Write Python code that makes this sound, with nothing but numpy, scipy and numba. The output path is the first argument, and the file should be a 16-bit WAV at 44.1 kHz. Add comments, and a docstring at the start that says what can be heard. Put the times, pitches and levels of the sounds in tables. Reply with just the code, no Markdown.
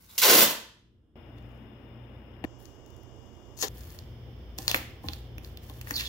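"""A fridge hums in a small kitchen. Fingers crinkle duct tape, then rip a length off the roll: the glue
lets go in tiny snaps that ring the taut strip, and the pitch dives as the strip grows longer.
From 1.2 s the sound cuts hard through three close microphone positions as strips go onto cabinet doors.
Creases pop, fingertips bump the doors from 2.4 s on, and from 3.6 s the tape lifts in short rasps."""
import sys
import numpy as np
from scipy import signal
from scipy.fft import rfft, irfft, next_fast_len
from scipy.io import wavfile
from scipy.ndimage import uniform_filter1d
from numba import njit

SR = 44100
rng = np.random.default_rng(int(sys.argv[2]) if len(sys.argv) > 2 else 0)


def digitize_waveform(pressure):
    """Quantize a signal to 16-bit integers and store it at the path in sys.argv[1].

    Rows of a 2-D input are taken as channels; values are limited to [-1, 1].
    """
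    field = np.atleast_2d(pressure).T
    bounded = np.clip(field, -1, 1)
    quanta = np.round(bounded * 32767).astype(np.int16)
    wavfile.write(sys.argv[1], SR, quanta)


N = 268128
T = np.arange(N) / SR

# fridge motor and fan: pitch_hz, level_db
FRIDGE_HUM = [(58.6, -51.5), (59.9, -62.5), (86.1, -57), (118.2, -55), (120, -53), (231.5, -64), (350, -66)]
# hiss in the fridge's pipes: pitch_hz, width_hz, level_db
PIPE_HISS = [(3093, 80, -1), (3297, 190, -1.5), (3540, 52, -0.5), (5100, 250, -4)]
# room tone at each microphone position: frequency_hz, level_db
AIR_FAR = [(15, -47.5), (25, -11), (87, 2), (130, -9.5), (175, -4), (384, -11.5), (796, -30), (1560, -33.5),
           (2550, -41.5), (3160, -36), (4250, -52), (16000, -54.5)]
AIR_DOOR = [(15, -44), (25, -18), (114, -1.5), (170, -13.5), (217, -4.5), (373, -10.5), (887, -19),
            (1230, -23.5), (2690, -26.5), (2910, -33.5), (3620, -44), (3920, -44), (5140, -54.5),
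            (5730, -73), (16000, -46)]
AIR_CLOSE = [(15, -44), (25, -11.5), (92, -0.5), (166, -13), (335, -8), (560, -14.5), (1040, -21),
             (1440, -28.5), (2480, -32.5), (2910, -41), (3920, -51), (5140, -32), (7310, -35.5),
             (9570, -64.5), (16000, -50.5)]
AIR_CORNER = [(15, -55), (25, -24), (64, 2.5), (114, -6), (185, -13.5), (503, -17), (575, -20.5),
              (1400, -32.5), (1840, -32.5), (2280, -31.5), (3160, -43.5), (3920, -45.5), (5280, -39),
              (8140, -61), (16000, -43.5)]
# fingers working the tape: full_grip_s, hold_s, level_db, pan_db (left minus right)
GRIPS = [(0.0, 0.051, -58, -0.5), (0.1, .07, -51.5, 1), (1.37, 0.21, -77.5, -11.5), (2.6, 0.039, -60.5, -4),
         (2.86, 0.14, -78, -4), (3.153, 0.4, -75.5, -14), (3.588, 0.052, -48, 0.5),
         (3.755, 0.2, -55.5, 4.5), (4.591, 0.11, -49.5, 2), (4.73, 0.022, -42, 0), (5.042, 0.099, -54, 0),
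         (5.44, 0.017, -55.5, -1), (5.63, 0.3, -58.5, 1), (5.883, 0.16, -46.5, 1)]
# tone of the crinkle: frequency_hz, level_db
CRINKLE_EQ = [(200, -9.5), (900, 1), (3500, -6.5), (6500, -5.5), (10000, 1.5), (15000, 3)]
# pulls that peel the glue:
# full_pull_s, attack_s, hold_s, release_s, level_db, first_pitch_hz, last_pitch_hz, damping, fizz_db
PULLS = [(0.102, 0.054, 0.011, 0.047, -69.5, 3740, 3750, 0.058, -12),
         (0.18, 0.0028, 0.0043, 0.059, -24, 3440, 3460, 1, 1),
         (0.184, 0.0028, .003, 0.041, -56, 990, 940, 0.59, -8),
         (0.224, .018, 0.21, .055, -21.5, 1500, 204.2, .8, 1),
         (0.496, 0.038, 0.017, 0.042, -42, 420, 400, 1, 10.5),
         (3.628, .06, 0.0028, .04, -31, 5900, 5600, 0.43, -19),
         (3.631, 0.0063, 0.01, 0.039, -34, 800, 414, 0.35, -13),
         (4.691, 0.011, 0.0039, 0.08, -36.5, 4800, 3530, .4, -8),
         (4.695, .006, 0.0062, 0.024, -39.5, 820, 696, 0.093, -12),
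         (4.747, 0.007, 0.017, 0.042, -42.5, 780, 540, 0.28, 7),
         (5.964, 0.042, 0.011, 0.039, -41, 4500, 3730, 0.084, 5),
         (5.996, .03, 0.0032, 0.088, -36, 2720, 2320, 0.46, -24.5),
         (6.054, 0.032, 0.015, 0.074, -47, 3530, 3360, 0.17, -14)]
# tone of a snapping glue thread: frequency_hz, level_db
SNAP_EQ = [(60, -0.5), (300, 0), (700, -1), (1300, -3), (2400, -5), (3500, -1), (6500, -3.5), (10000, -5.5),
           (16000, -5)]
# resonances of the roll and the hand around it: pitch_hz, width_hz, level_db
ROLL_MODES = [(418, 270, -1), (592, 13, -5), (1017, 95, 1), (1590, 25, -6.5), (1745, 250, 1),
              (1960, 71, -4.5), (3080, 60, -6.5)]
# single pops of the creasing tape: start_s, level_db, pitch_hz, tick_db, pan_db
CREASE_POPS = [(0.180, -21, 4070, 18, 20), (0.219, -14.5, 4050, 13, -4), (1.384, -49.5, 4000, 4.5, -3),
               (2.441, -25, 2330, -9, 4), (2.448, -28.5, 2010, -6, 0.5), (2.655, -37, 5950, -11, 12),
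               (2.862, -47.5, 6500, 4, 2), (2.904, -48, 6500, 5, 0), (2.965, -49, 6600, 7, 0),
               (3.033, -50, 6500, 6, -1), (3.589, -33, 6100, -16, 2), (3.626, -1.5, 6950, -5, -13),
               (3.683, -23, 6660, -7, 1), (3.989, -33, 4600, 3.5, -0.5), (4.581, -40, 3980, 18, 15),
               (4.586, -28, 3400, 15, -2), (4.680, -6, 4350, 2.5, 4.5), (4.7142, -14, 2900, 9.5, 7),
               (4.745, -7, 2220, 2, 1), (5.0861, -17.5, 3620, -11, -2), (5.134, -25, 4400, 1, -5.5),
               (5.382, -31, 2450, 4.5, -1), (5.447, -32, 4760, 4, 3), (5.573, -34, 3560, 5.5, 2),
               (5.698, -36, 3400, 7, 8), (5.813, -31, 2680, 12, 2), (5.872, -30, 2000, -8, 8),
               (5.9087, -18.5, 1910, 6.5, 4.5)]
# fingertips landing on the doors: start_s, level_db, contact_s
DOOR_BUMPS = [(2.439, -22.5, 0.0018), (3.632, -31.5, 0.00079), (4.585, -36, 0.0015), (4.746, -29.5, 0.0015),
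              (5.040, -33.5, 0.0015), (5.056, -33.5, 0.0062), (5.086, -38, 0.0013), (5.377, -42.5, 0.002),
              (5.697, -43.5, 0.001), (5.909, -33, 0.0019)]
# modes of a cabinet door: pitch_hz, level_db, t60_s
DOOR_MODES = [(81.5, -13, 0.42), (200, -1.5, 0.053), (238, -4.5, 0.25), (298.4, 2, 0.1), (347, -0.5, 0.045),
              (492, -8.5, 0.11), (620, -6, 0.047), (797, 7.5, 0.084), (1047, 8, 0.058)]
# kitchen reverb: frequency_hz, t60_s
KITCHEN_DECAY = [(100, 0.34), (500, 0.43), (3000, 0.53), (7000, 0.41), (14000, 0.25)]
# tone of the microphone ports: frequency_hz, level_db
MIC_EQ = [(1000, 2), (2550, 0.5), (2780, 4.5), (2950, 3), (6800, 1), (7800, -1), (8800, -5.5),
          (10000, -3.5), (13000, -1.5), (16000, -0.5)]
# microphone positions: start_s, air_db, hum_db, hiss_db, whine_db, bass_pan_db, mid_pan_db, treble_pan_db
MIC_POSITIONS = [(0, -63.5, -18.5, -90.5, -93, 0.5, -0.11, -0.5),
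                 (1.156, -50, -2, -69, -67.5, 1.5, 0.45, 11.5),
                 (2.452, -51, -6.5, -70, -69, -22.5, -0.67, 11),
                 (3.685, -47, 1.5, -65.5, -72.5, 1, 0.22, -2)]
PAN_BANDS_HZ = [130, 450, 2400]  # bass, mid, treble

GRIP_ATTACK_S, GRIP_RELEASE_S = 0.03, .17
CREASES_PER_S, CREASE_HZ, CREASE_WIDTH_HZ, CREASE_DB = 53, 6000, 3000, -15
SLIPS_PER_S, SLIP_EXPONENT = 800, .4  # rate at full pull; a softer pull slips more slowly
SAG_DB_PER_S, SWELL_DB_PER_S = 12, 12.5  # as the strip tightens, its body fades and the fizz grows


def undb(db):
    """Decibels to gain."""
    return 10 ** (np.asarray(db) / 20)


def unit(x):
    """Scale to rms 1."""
    return x / np.sqrt(np.mean(x ** 2))


def along(points, hz):
    """Read (Hz, value) points on a log-frequency axis."""
    f, value = np.transpose(points)
    return np.interp(np.log(hz + 0.0013), np.log(f), value)


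def shape(x, gain):
    """Filter by a gain that is a function of frequency."""
    size = next_fast_len(x.shape[-1] + 4096)
    return irfft(rfft(x, size) * gain(np.arange(size // 2 + 1) * SR / size), size)[..., :x.shape[-1]]


def eq(x, points):
    """Filter by a (Hz, dB) curve."""
    return shape(x, lambda f: undb(along(points, f)))


def resonate(x, modes):
    """Ring (pitch_hz, width_hz, level_db) resonances."""
    return shape(x, lambda f: sum(undb(db) * 1j * f * width / (hz ** 2 - f ** 2 + 1j * f * width)
                                  for hz, width, db in modes))


def pan(db):
    """Constant-power gains, left louder than right by db."""
    gains = np.array([undb(db / 2), undb(-db / 2)]).reshape(2, -1)
    return gains / np.sqrt(np.mean(gains ** 2, axis=0))


def add(out, start, x):
    """Mix a short sound in at start seconds."""
    i = int(start * SR)
    out[..., i:i + x.shape[-1]] += x[..., :N - i]


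@njit
def highpass(x, hz, damping):
    """Resonant high-pass with a sweepable corner."""
    y, band_state, low_state = np.empty(len(x)), 0., 0.
    for i in range(len(x)):
        g = np.tan(np.pi * hz[i] / SR)
        band = (band_state + g * (x[i] + 1e-18 - low_state)) / (1 + g * (g + damping))
        low = low_state + g * band
        y[i] = x[i] - damping * band - low
        band_state, low_state = 2 * band - band_state, 2 * low - low_state
    return y


def diffuse(size, alike_hz=900):
    """Noise from all around: nearly mono in the bass, wide in the treble."""
    mid, side = rng.standard_normal((2, size))
    width = lambda f: .04 + .46 * f ** 2 / (f ** 2 + alike_hz ** 2)
    mid = shape(mid, lambda f: np.sqrt(1 - width(f)))
    side = shape(side, lambda f: np.sqrt(width(f)))
    return np.array([mid + side, mid - side])


def wobble(size, smooth_samples):
    """Smoothed random modulation, rms 1."""
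    return unit(uniform_filter1d(rng.standard_normal(size), size=smooth_samples))


def snaps(per_s, spread_db, size=N):
    """Random tiny clicks of uneven strength."""
    strength = undb(spread_db * np.minimum(rng.exponential(size=size), 4))
    return unit((rng.random(size) < per_s / SR) * strength * rng.choice([-1, 1], size))


def effort(t, attack, hold, release, ramp_db=30):
    """Envelope that swells until time 0, holds and dies away, by ramp_db per attack or release."""
    return undb(-ramp_db * (np.maximum(-t, 0) / attack + np.maximum(t - hold, 0) / release))


def before_cut(start, t):
    """Gate that closes at the first microphone cut after start."""
    return start + t < min([cut for cut, *_ in MIC_POSITIONS if cut > start] + [np.inf])


def fridge(waver=0.17, whine_hz=2854, whine_wobble_hz=32.2):
    """Three layers: wavering motor hum, a thin hiss in the pipes and a narrow whine."""
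    hum = 0
    for hz, db in FRIDGE_HUM:
        drift = waver * np.interp(T, np.linspace(0, T[-1], num=30), rng.standard_normal(30))
        tone = np.sin(2 * np.pi * (hz * T + rng.random()) + drift)
        hum += np.sqrt(2) * undb(db) * (1 + drift) * tone
    hiss = unit(resonate(resonate(diffuse(N), PIPE_HISS), PIPE_HISS))
    pitch = whine_hz + whine_wobble_hz * wobble((2, N), 400)
    whine = np.sqrt(2) * np.sin(2 * np.pi * np.cumsum(pitch, axis=1) / SR)
    return hum, hiss, whine


def room_tones():
    """One bed of room air, coloured for each microphone position."""
    air = diffuse(N)
    return [unit(eq(air, curve)) for curve in (AIR_FAR, AIR_DOOR, AIR_CLOSE, AIR_CORNER)]


def crinkle(held_db=-82.5):
    """Sticky tape crackles under the fingers, and faint creases flip."""
    grip = sum(pan(pan_db) * undb(db) * effort(T - start, GRIP_ATTACK_S, hold, GRIP_RELEASE_S)
               for start, hold, db, pan_db in GRIPS)
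    held = undb(held_db) * (T > MIC_POSITIONS[1][0])  # up close, even a held strip crackles
    crackle = np.array([unit(eq(snaps(per_s=1100, spread_db=3.3), CRINKLE_EQ)) for port in range(2)])
    creases = unit(resonate(snaps(CREASES_PER_S, spread_db=2.5), [(CREASE_HZ, CREASE_WIDTH_HZ, 0)]))
    return (crackle + undb(CREASE_DB) * creases) * (grip + held)


def peel(attack, hold, release, db, first_hz, last_hz, damping, fizz_db,
         slip_share=.38, jitter=.4, patchy_db=1.5, roll_db=-1, fizz_hz=13500, fizz_width_hz=4500):
    """Glue threads snap in bunches at each slip; the free strip rings lower as it grows longer."""
    size = SR // 2
    t = T[:size] - attack
    pull, held_s = effort(t, attack, hold, release), np.clip(t, 0, hold)
    slip_hz = SLIPS_PER_S * pull ** SLIP_EXPONENT * np.exp(jitter * wobble(size, 100))
    slip_phase = np.cumsum(slip_hz) / SR % 1
    tack = undb(patchy_db * wobble(size, 400))
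    slips = tack * np.exp(-slip_phase / slip_share) / np.sqrt(slip_share / 2)
    threads = slips * unit(eq(snaps(per_s=9000, spread_db=2.3, size=size), SNAP_EQ))
    body = threads + undb(roll_db) * resonate(threads, ROLL_MODES)
    drawn = np.sin(np.pi / 2 * held_s / hold)  # the arm starts fast and slows to a stop
    pitch_hz = 1 / ((1 - drawn) / first_hz + drawn / last_hz)
    strip = highpass(body, pitch_hz, float(damping)) * undb(-SAG_DB_PER_S * held_s)
    sizzle = unit(resonate(snaps(per_s=8000, spread_db=1.6, size=size), [(fizz_hz, fizz_width_hz, 0)]))
    fizz = slips * sizzle * undb(fizz_db + SWELL_DB_PER_S * held_s)
    return (strip + fizz) * undb(db) * pull


def tape_pulls():
    """Every peel, from the long rip off the roll to the short lifts from a door."""
    out = np.zeros(N)
    for full_pull, attack, *settings in PULLS:
        rip = peel(attack, *settings)
        add(out, full_pull - attack, rip * before_cut(full_pull, T[:len(rip)] - attack))
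    return out


def crease_pops(decay_cycles=1.1, tick_s=.0004):
    """A crease flips over: a sharp tick and a few cycles of the stiff backing."""
    out, t = np.zeros((2, N)), T[:600]
    for start, db, hz, tick_db, pan_db in CREASE_POPS:
        ring = np.sin(2 * np.pi * hz * t) * np.exp(-t * hz / decay_cycles)
        tick = np.diff(rng.standard_normal(len(t)), prepend=0) * np.exp(-t / tick_s)
        tick *= 1.5 * undb(tick_db) / np.linalg.norm(tick)
        add(out, start, pan(pan_db) * undb(db) * (ring + tick))
    return out


def door_bumps(spot_db=1.0, detune=.02):
    """A fingertip knocks a door; each spot favours other modes, and a softer contact sounds duller."""
    out, t = np.zeros(N), T[:12000]
    for start, db, contact_s in DOOR_BUMPS:
        door = 0
        for k, (hz, mode_db, t60) in enumerate(DOOR_MODES):
            spot, tuning = rng.standard_normal(2)
            decay = undb(mode_db + spot_db * spot - 60 * t / t60)
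            door += (-1) ** k * decay * np.sin(2 * np.pi * hz * (1 + detune * tuning) * t)
        fingertip = np.hanning(int(contact_s * SR) + 3)
        knock = np.convolve(door, fingertip)[:len(t)]
        add(out, start, undb(db) * knock / np.abs(knock).max() * before_cut(start, t))
    return out


def kitchen(wet_db, lag_s, echo_s, echo_db, scatter_db, scatter_s=0.0022, build_s=0.00093):
    """Stereo response: direct sound, treble scattered by the hands, a slap off a door, then the room."""
    t = T[:30000]
    noise, tail = diffuse(len(t)), 0
    bands_hz, decays_s = np.transpose(KITCHEN_DECAY)
    for weights, t60 in zip(np.eye(len(bands_hz)), decays_s):
        band = shape(noise, lambda f: along(np.c_[bands_hz, weights], f))
        tail += band * undb(-60 * t / t60)
    tail *= 1 - np.exp(-(t / build_s) ** 2)
    treble = highpass(rng.standard_normal(2 * len(t)), hz=np.full(2 * len(t), 1500.), damping=0.47)
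    scatter = treble.reshape(2, -1) * np.exp(-t / scatter_s)
    response = (undb(wet_db) * unit(tail) + undb(scatter_db) * unit(scatter)) / np.sqrt(len(t))
    for port, delay in enumerate([0, lag_s]):
        response[port, int(delay * SR)] += 1
        response[port, int((2 * delay + echo_s) * SR)] += undb(echo_db)
    return response


def scene():
    """Each microphone position hears its own stretch of the work, with its own room tone and balance."""
    foley = eq(tape_pulls() + crinkle() + crease_pops() + door_bumps(), MIC_EQ)
    far = kitchen(wet_db=-0.5, lag_s=.00003, echo_s=.0047, echo_db=-8.5, scatter_db=-3.5) * undb(-1.5)
    near = kitchen(wet_db=-7, lag_s=.0002, echo_s=.0018, echo_db=-7, scatter_db=-1.5) * undb(-0.5)
    ends = [cut for cut, *_ in MIC_POSITIONS[1:]] + [np.inf]
    hum, hiss, whine = fridge()
    out = 0
    for position, end, air, room in zip(MIC_POSITIONS, ends, room_tones(), [far, near, near, near]):
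        start, air_db, hum_db, hiss_db, whine_db, *pans_db = position
        gate = uniform_filter1d(((T >= start) & (T < end)) * 1., size=64)
        action = signal.fftconvolve(foley * gate, room, axes=1)[:, :N]
        bed = undb(air_db) * air + undb(hum_db) * hum + undb(hiss_db) * hiss + undb(whine_db) * whine
        balance = list(zip(PAN_BANDS_HZ, pans_db))
        out += gate * shape(action + bed, lambda f: pan(along(balance, f)))
    return out


def record(dry, top_hz=15750):
    """A steep low-pass shaves off the top end."""
    return signal.sosfilt(signal.ellip(10, .2, 70, top_hz, fs=SR, output="sos"), dry)


dry = scene()
out = record(dry)
digitize_waveform(out)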